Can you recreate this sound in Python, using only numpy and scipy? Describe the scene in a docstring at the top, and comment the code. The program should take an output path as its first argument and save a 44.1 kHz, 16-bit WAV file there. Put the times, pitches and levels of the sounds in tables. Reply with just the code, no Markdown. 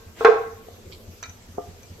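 """A low room hum near 88 Hz with faint hiss lies under everything; far off a machine thumps softly, five a second.
In a home kitchen an earlier clink still rings and a dull knock comes early. A wooden rolling pin then slides
to a metal plate and is set down: the plate rings as damped modes, each touch damped after a set time.
After the plate the pin rolls over dough, a band-shaped noise rumble, and knocks again;
a finger ring ticks on it and jewellery clinks, both as short, bright metal modes."""
import sys
import numpy as np
from scipy import signal
from scipy.io import wavfile

SR = 44100
rng = np.random.default_rng(int(sys.argv[2]) if len(sys.argv) > 2 else 0)


def inscribe(sig):
    """Save sig as 16-bit PCM at rate SR to the path in sys.argv[1].

    A 1-D sig is mono; a 2-D sig holds one channel per row.
    Samples are clipped to [-1, 1] before scaling.
    """
    pcm = np.round(np.clip(np.atleast_2d(sig).T, -1, 1) * 32767)
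    wavfile.write(sys.argv[1], SR, pcm.astype(np.int16))


def boost(x):
    """Linear amplitude factor 10**(x/20) for a level x in decibels (scalar or array-like)."""
    u = np.asarray(x, float) / 20
    return 10 ** u


N = 88200


def at_hz(points, hz):
    """Reads a table's second column on a log frequency axis."""
    table_hz, value = np.array(points).T
    return np.interp(np.log(hz), np.log(table_hz), value)


def rms_one(x):
    """Scales to unit rms."""
    return x / np.sqrt(np.mean(x ** 2) + 1e-20)


def level(curve):
    """Gain along a curve of seconds and dB: silent before its first point, held after its last."""
    s, db = np.transpose(curve)
    return boost(np.interp(np.arange(N) / SR, s, db, left=-200))


def drift(rate_hz):
    """Slow random wander of unit rms: noise through two equal one-pole low-passes."""
    step, run_in = 40, 2000  # samples per slow value, slow values thrown away
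    pole = np.exp(-2 * np.pi * rate_hz * step / SR)
    white = rng.standard_normal(N // step + run_in + 2)
    slow = signal.lfilter([1], [1, -2 * pole, pole ** 2], white)[run_in:]
    return np.interp(np.arange(N) / step, np.arange(len(slow)), rms_one(slow))


def bands(white):
    """Yields centre Hz and signal of quarter-octave bands, neighbours on unrelated draws."""
    run_in = 8000  # samples that settle the filters
    edges = 22 * 2 ** np.arange(0, 9.8, 1 / 4)
    for k, (low, high) in enumerate(zip(edges, edges[1:])):
        draw = white[k % 2]
        pair = np.concatenate([draw[:, -run_in:], draw], axis=1)
        band_pass = signal.butter(3, [low, high], "band", fs=SR, output="sos")
        yield np.sqrt(low * high), signal.sosfilt(band_pass, pair)[:, run_in:]


def spread(pair, alike):
    """Left and right from a shared and a differing part."""
    alike = np.clip(alike, 0, 1)
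    shared = np.sqrt(1 + alike) * pair[0]
    differing = np.sqrt(1 - alike) * pair[1]
    return shared + differing * [[1], [-1]]


# Stereo width of the noises. Each row: frequency in Hz, left-right likeness (used between 0 and 1).
NOISE_LIKENESS = [(60, 1), (180, 0.82), (550, 0.72), (1650, -1.11), (4970, -0.53), (15000, 0.19)]


def noise(colour, white, patchy_db):
    """Coloured stereo noise of unit rms whose bands flicker independently."""
    total = np.zeros((2, N))
    for hz, pair in bands(white):
        band_db = at_hz(colour, hz) + patchy_db * drift(8.7)
        total = total + boost(band_db) * spread(pair, at_hz(NOISE_LIKENESS, hz))
    return rms_one(total)


def dense(outline, db=0., decay=0.94, count=40):
    """Many small modes at random pitches under the outline of a mode table."""
    rows = np.array(outline)
    hz = np.geomspace(rows[0, 0], rows[-1, 0], count)
    hz = hz * np.exp(.04 * rng.standard_normal(count))
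    return list(zip(hz, db + at_hz(rows[:, :2], hz), decay * at_hz(rows[:, ::2], hz)))


def strike(s, db, modes, cut_hz, vary_db, lag_s, rise, low_hz=10., free_s=9., side_db=5.5):
    """One blow: damped sines, damped harder after free_s; soft contacts rise slower and lose the upper modes."""
    damped_t60_s, max_lag_rad = .025, .45
    t = np.arange(N) / SR - s
    live = (t > 0) & (t < .6)
    t = t[live]
    hz, mode_db, t60 = np.transpose(modes)[:, :, None]
    level_chance, side_chance, phase_chance = rng.standard_normal((3, len(modes), 1))
    gain = boost(db + mode_db + vary_db * level_chance)
    gain = gain / (1 + (hz / cut_hz) ** 2) / (1 + (low_hz / hz) ** 2)
    # Past free_s a second, faster decay is added.
    decay = boost(-60 * (t / t60 + np.maximum(t - free_s, 0) / damped_t60_s))
    fade = gain * decay * (1 - np.exp(-(t * cut_hz / rise) ** 2))
    phase = np.minimum(2 * np.pi * hz * lag_s, max_lag_rad) * phase_chance
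    out = np.zeros((2, N))
    for side, sign in enumerate((1, -1)):
        ringing = np.sin(2 * np.pi * hz * t + sign * phase)
        out[side, live] = (fade * boost(sign * side_db * side_chance) * ringing).sum(axis=0)
    return out


# Steady room noise: a low hum near 88 Hz under a faint hiss.
# Each row: frequency in Hz, relative density in dB per Hz.
AIR_COLOUR = [(15, -26.5), (25, -7), (53, -14), (68, -13), (88, -1), (150, -22.5), (222, -13.5), (300, -22),
              (420, -15.5), (600, -23.5), (900, -25.5), (2200, -29.5), (4400, -30.5), (7200, -30),
              (8800, -40.5), (10000, -46.5), (11700, -28.5), (13500, -40.5), (15700, -56.5), (19000, -56)]


def air():
    """Steady room noise in a fixed colour, humming near 88 Hz, with a slight flicker in each band."""
    air_db = -48  # rms
    return boost(air_db) * noise(AIR_COLOUR, rng.standard_normal((2, 2, N)), patchy_db=2.04)


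# Kitchen reverberation. Each row: frequency in Hz, t60 in seconds, left-right likeness, relative level in dB.
ROOM_BANDS = [(100, 0.507, 0.92, -3), (450, 0.43, 0.74, -4), (784, 0.47, .2, 3.5), (1500, 0.54, 0.043, -6),
              (4150, 0.42, 0.07, 0.5), (8000, 0.43, .1, -0.5), (13680, 0.089, .1, -2)]


def room(x):
    """Diffuse tail: noise that swells in softly and dies band by band."""
    onset_s = 0.011
    t, rows = np.arange(SR) / SR, np.array(ROOM_BANDS)
    tail = np.zeros((2, SR))
    for hz, pair in bands(rng.standard_normal((2, 2, SR))):
        t60, alike, band_db = (at_hz(rows[:, [0, column]], hz) for column in (1, 2, 3))
        tail = tail + spread(pair, alike) * boost(band_db - 60 * t / t60)
    tail = tail * (1 - np.exp(-t / onset_s))
    tail = tail / np.sqrt((tail ** 2).sum() / 2)
    return signal.fftconvolve(x.mean(axis=0)[None], tail, axes=1)[:, :N]


# Far machine thumps, about five a second. 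Each row: start in seconds, level in dB.
THUMP_TIMES = [(-.14, -44), (.065, -38.5), (0.268, -41.5), (0.464, -41), (0.656, -55), (0.866, -37.5),
               (1.078, -35.5), (1.282, -38.5), (1.486, -36.5), (1.677, -36), (1.903, -34.5)]
# What they set going. Each row: mode frequency in Hz, relative level in dB, t60 in seconds.
LOW_MODES = [(47.7, -19, 0.04), (87, 1, .25), (118, -26.5, 0.041), (171.2, -6.5, 0.21), (228, -8.5, 0.17)]


def thumps():
    """Each thump of the far machine is a low push that sets room-sized modes going."""
    total = np.zeros((2, N))
    for s, db in THUMP_TIMES:
        total += strike(s, db, LOW_MODES, cut_hz=1400.0, vary_db=1.5, side_db=1.2, rise=3.6, lag_s=0.00011)
    return -total  # the modes start downward


# Swell of the rolling. Each row: time in seconds, level in dB.
ROLL_LEVEL = [(0.6, -54.5), (0.914, -53), (1.126, -56.5), (1.398, -75.5), (1.898, -62.5), (2.0, -51)]
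# Its colour. Each row: frequency in Hz, relative density in dB per Hz.
RUMBLE_COLOUR = [(120, -5), (250, -2), (430, 8.5), (750, -6.5), (1200, -18), (2500, -48)]


def roll():
    """Rolling over dough: a patchy rumble of noise that swells and sinks."""
    return level(ROLL_LEVEL) * noise(RUMBLE_COLOUR, rng.standard_normal((2, 2, N)), patchy_db=4.5)


# Clinks of jewellery. Each row: start in seconds, level in dB, low cut in Hz.
CLINK_TIMES = [(1.228, -41, 299), (1.2354, -40, 1500), (1.257, -49, 300), (1.295, -54.5, 300),
               (1.831, -46, 6910)]
# Their metal. Each row: mode frequency in Hz, relative level in dB, t60 in seconds.
JEWELLERY_MODES = [(690, -7, .06), (1310, -5, .12), (1405, -4, .13), (2375, -2, .2), (2480, -8, .1),
                   (3000, -13, .03), (3850, -10, .06), (4334, -6, .08), (5000, -13, .04), (5700, -4, .05),
                   (6050, 3, .05), (6535, -5, .05), (7500, -11, .04)]


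def clinks():
    """Hard metal contacts ring clear modes over a bed of small ones, a little to the right."""
    metal = JEWELLERY_MODES + dense(JEWELLERY_MODES, db=-8., decay=.45, count=70)
    total = np.zeros((2, N))
    for s, db, low in CLINK_TIMES:
        total += strike(s, db, metal, cut_hz=28000.0, low_hz=low, vary_db=5.8, rise=8.7, lag_s=.00005)
    return boost([[-1.5], [1.5]]) * total


# Finger ring on the pin. Each row: start in seconds, level in dB.
TICK_TIMES = [(0.917, -54), (0.923, -47), (0.931, -50.5), (.946, -55)]
# The ring's voice. Each row: mode frequency in Hz, relative level in dB, t60 in seconds.
FINGER_RING_MODES = [(2325, -6, .09), (2700, -13, .05), (3176, -6, .05), (3800, -7, .05), (4200, -4, .06),
                     (4517, -3, .05), (5150, 0, .03)]


def ticks():
    """A finger ring taps the pin: short, bright modes, to the right."""
    ring = FINGER_RING_MODES + dense(FINGER_RING_MODES, db=-2.5, decay=.9, count=50)
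    total = np.zeros((2, N))
    for s, db in TICK_TIMES:
        total += strike(s, db, ring, cut_hz=9700.0, vary_db=np.sqrt(8), rise=8.1, lag_s=.00004)
    return boost([[-2.5], [2.5]]) * total


# Dull knocks, one early and the rest after the plate. Each row: start in seconds, level in dB,
# contact cut-off in Hz, free ring in seconds before damping sets in.
KNOCK_TIMES = [(.075, -45, 400, 0.012), (0.683, -30, 450, 0.0052), (.784, -31.5, 355, 0.013),
               (1.5759, -26, 500, .003), (1.5817, -21.5, 1116, .12)]
# Pin and board. Each row: mode frequency in Hz, relative level in dB, t60 in seconds.
WOOD_MODES = [(296, -17, .1), (420, -5, .08), (501, -6, .08), (700, 0, .08), (970, -14, .05),
              (1200, -7, .16)]


def knocks():
    """Dull knocks of the pin: soft contact leaves mostly the low modes of pin and board."""
    wood = WOOD_MODES + dense(WOOD_MODES, db=-9., decay=.6, count=20)
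    total = np.zeros((2, N))
    for s, db, cut, free in KNOCK_TIMES:
        total += strike(s, db, wood, cut_hz=cut, free_s=free, rise=1.1, vary_db=1.4, lag_s=.0001)
    return total


# The pin slides to the plate. Each row: time in seconds, level in dB.
SLIDE_LEVEL = [(.14, -93.5), (.165, -52.5), (.2, -40), (.24, -41), (.26, -93.5)]
# Colour of the scrape. Each row: frequency in Hz, relative density in dB per Hz.
SCRAPE_COLOUR = [(300, -1.5), (1200, -4), (2600, -5), (5000, -15), (8000, -14.5), (10000, -25)]


def slide():
    """The stroke is a dense scatter of random grains, coloured and faded in and out."""
    grains_per_s = 2500  # in each of the four draws
    present = rng.random((2, 2, N)) < grains_per_s / SR
    grains = present * rng.standard_normal((2, 2, N)) + 1e-18
    return level(SLIDE_LEVEL) * noise(SCRAPE_COLOUR, grains, patchy_db=2.0)


# Plate touches; the first is an earlier clink still ringing as the scene begins. 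Each row: start in seconds,
# level in dB, contact cut-off in Hz, free ring in seconds before damping sets in.
PLATE_TOUCHES = [(-.1, -40, 2500, 0.28), (.2065, -15.5, 700, 0.028), (0.2475, -4, 2124, 0.032),
                 (.284, -2, 400, .015), (.310, -18, 396, .009), (.355, -16, 394, 0.18)]
# The plate's clear modes. Each row: frequency in Hz, relative level in dB, t60 in seconds.
PLATE_MODES = [(450, 0.5, 0.62), (522, -21.5, 0.082), (700, -9.5, 0.093), (790, -9.5, 0.04),
               (903, -25.5, 0.063), (1085.7, -6.5, 0.6), (1237.5, -11, 0.18), (1322.5, 2, 0.056),
               (1562.7, -8.5, 0.9), (1779, -19, 0.065), (2302, -20, 0.38), (2570, -13, 0.11),
               (3490, -19.5, 0.69), (5750, -33.5, 0.051)]
# Outline of its many small modes, heard as clatter. Each row: frequency in Hz, relative level in dB,
# t60 in seconds before the shortening in dense().
CLATTER_OUTLINE = [(378.2, -33.5, 0.049), (700, -18, 0.12), (1310, -18.5, 0.23), (1830, -20.5, 0.21),
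                   (3000, -20.5, 0.044), (5250, -19, 0.061), (7900, -20.5, .03), (12260, -34, .02)]


def plate():
    """Each touch rings the plate's clear modes and its clatter; it radiates little bass."""
    modes = PLATE_MODES + dense(CLATTER_OUTLINE, count=120)
    hits = np.zeros((2, N))
    for s, db, cut, free in PLATE_TOUCHES:
        hits += strike(s, db, modes, cut_hz=cut, free_s=free, vary_db=1.5, side_db=2.0, rise=0.86,
                       lag_s=.00005)
    low_cut = signal.butter(4, 356, "high", fs=SR, output="sos")  # Hz
    return signal.sosfilt(low_cut, hits)


def scene():
    """All sources, the room around the near ones and the steady air."""
    room_db, small_send_db = -6, -6  # room return; extra cut on what the small blows send to it
    loud = plate() + slide()
    small = knocks() + ticks() + clinks()
    reverb = boost(room_db) * room(loud + boost(small_send_db) * small)
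    return loud + small + reverb + thumps() + roll() + air()


def low_pass(x):
    """Removes everything above the highest recorded frequency."""
    return signal.sosfilt(signal.butter(12, 15820, fs=SR, output="sos"), x)


def record(dry):
    """The loudest peaks are rounded off just under full scale."""
    top = .98
    mix = dry / (1 + np.abs(dry / top) ** 6) ** (1 / 6)
    return low_pass(mix)


dry = scene()
out = record(dry)
inscribe(out)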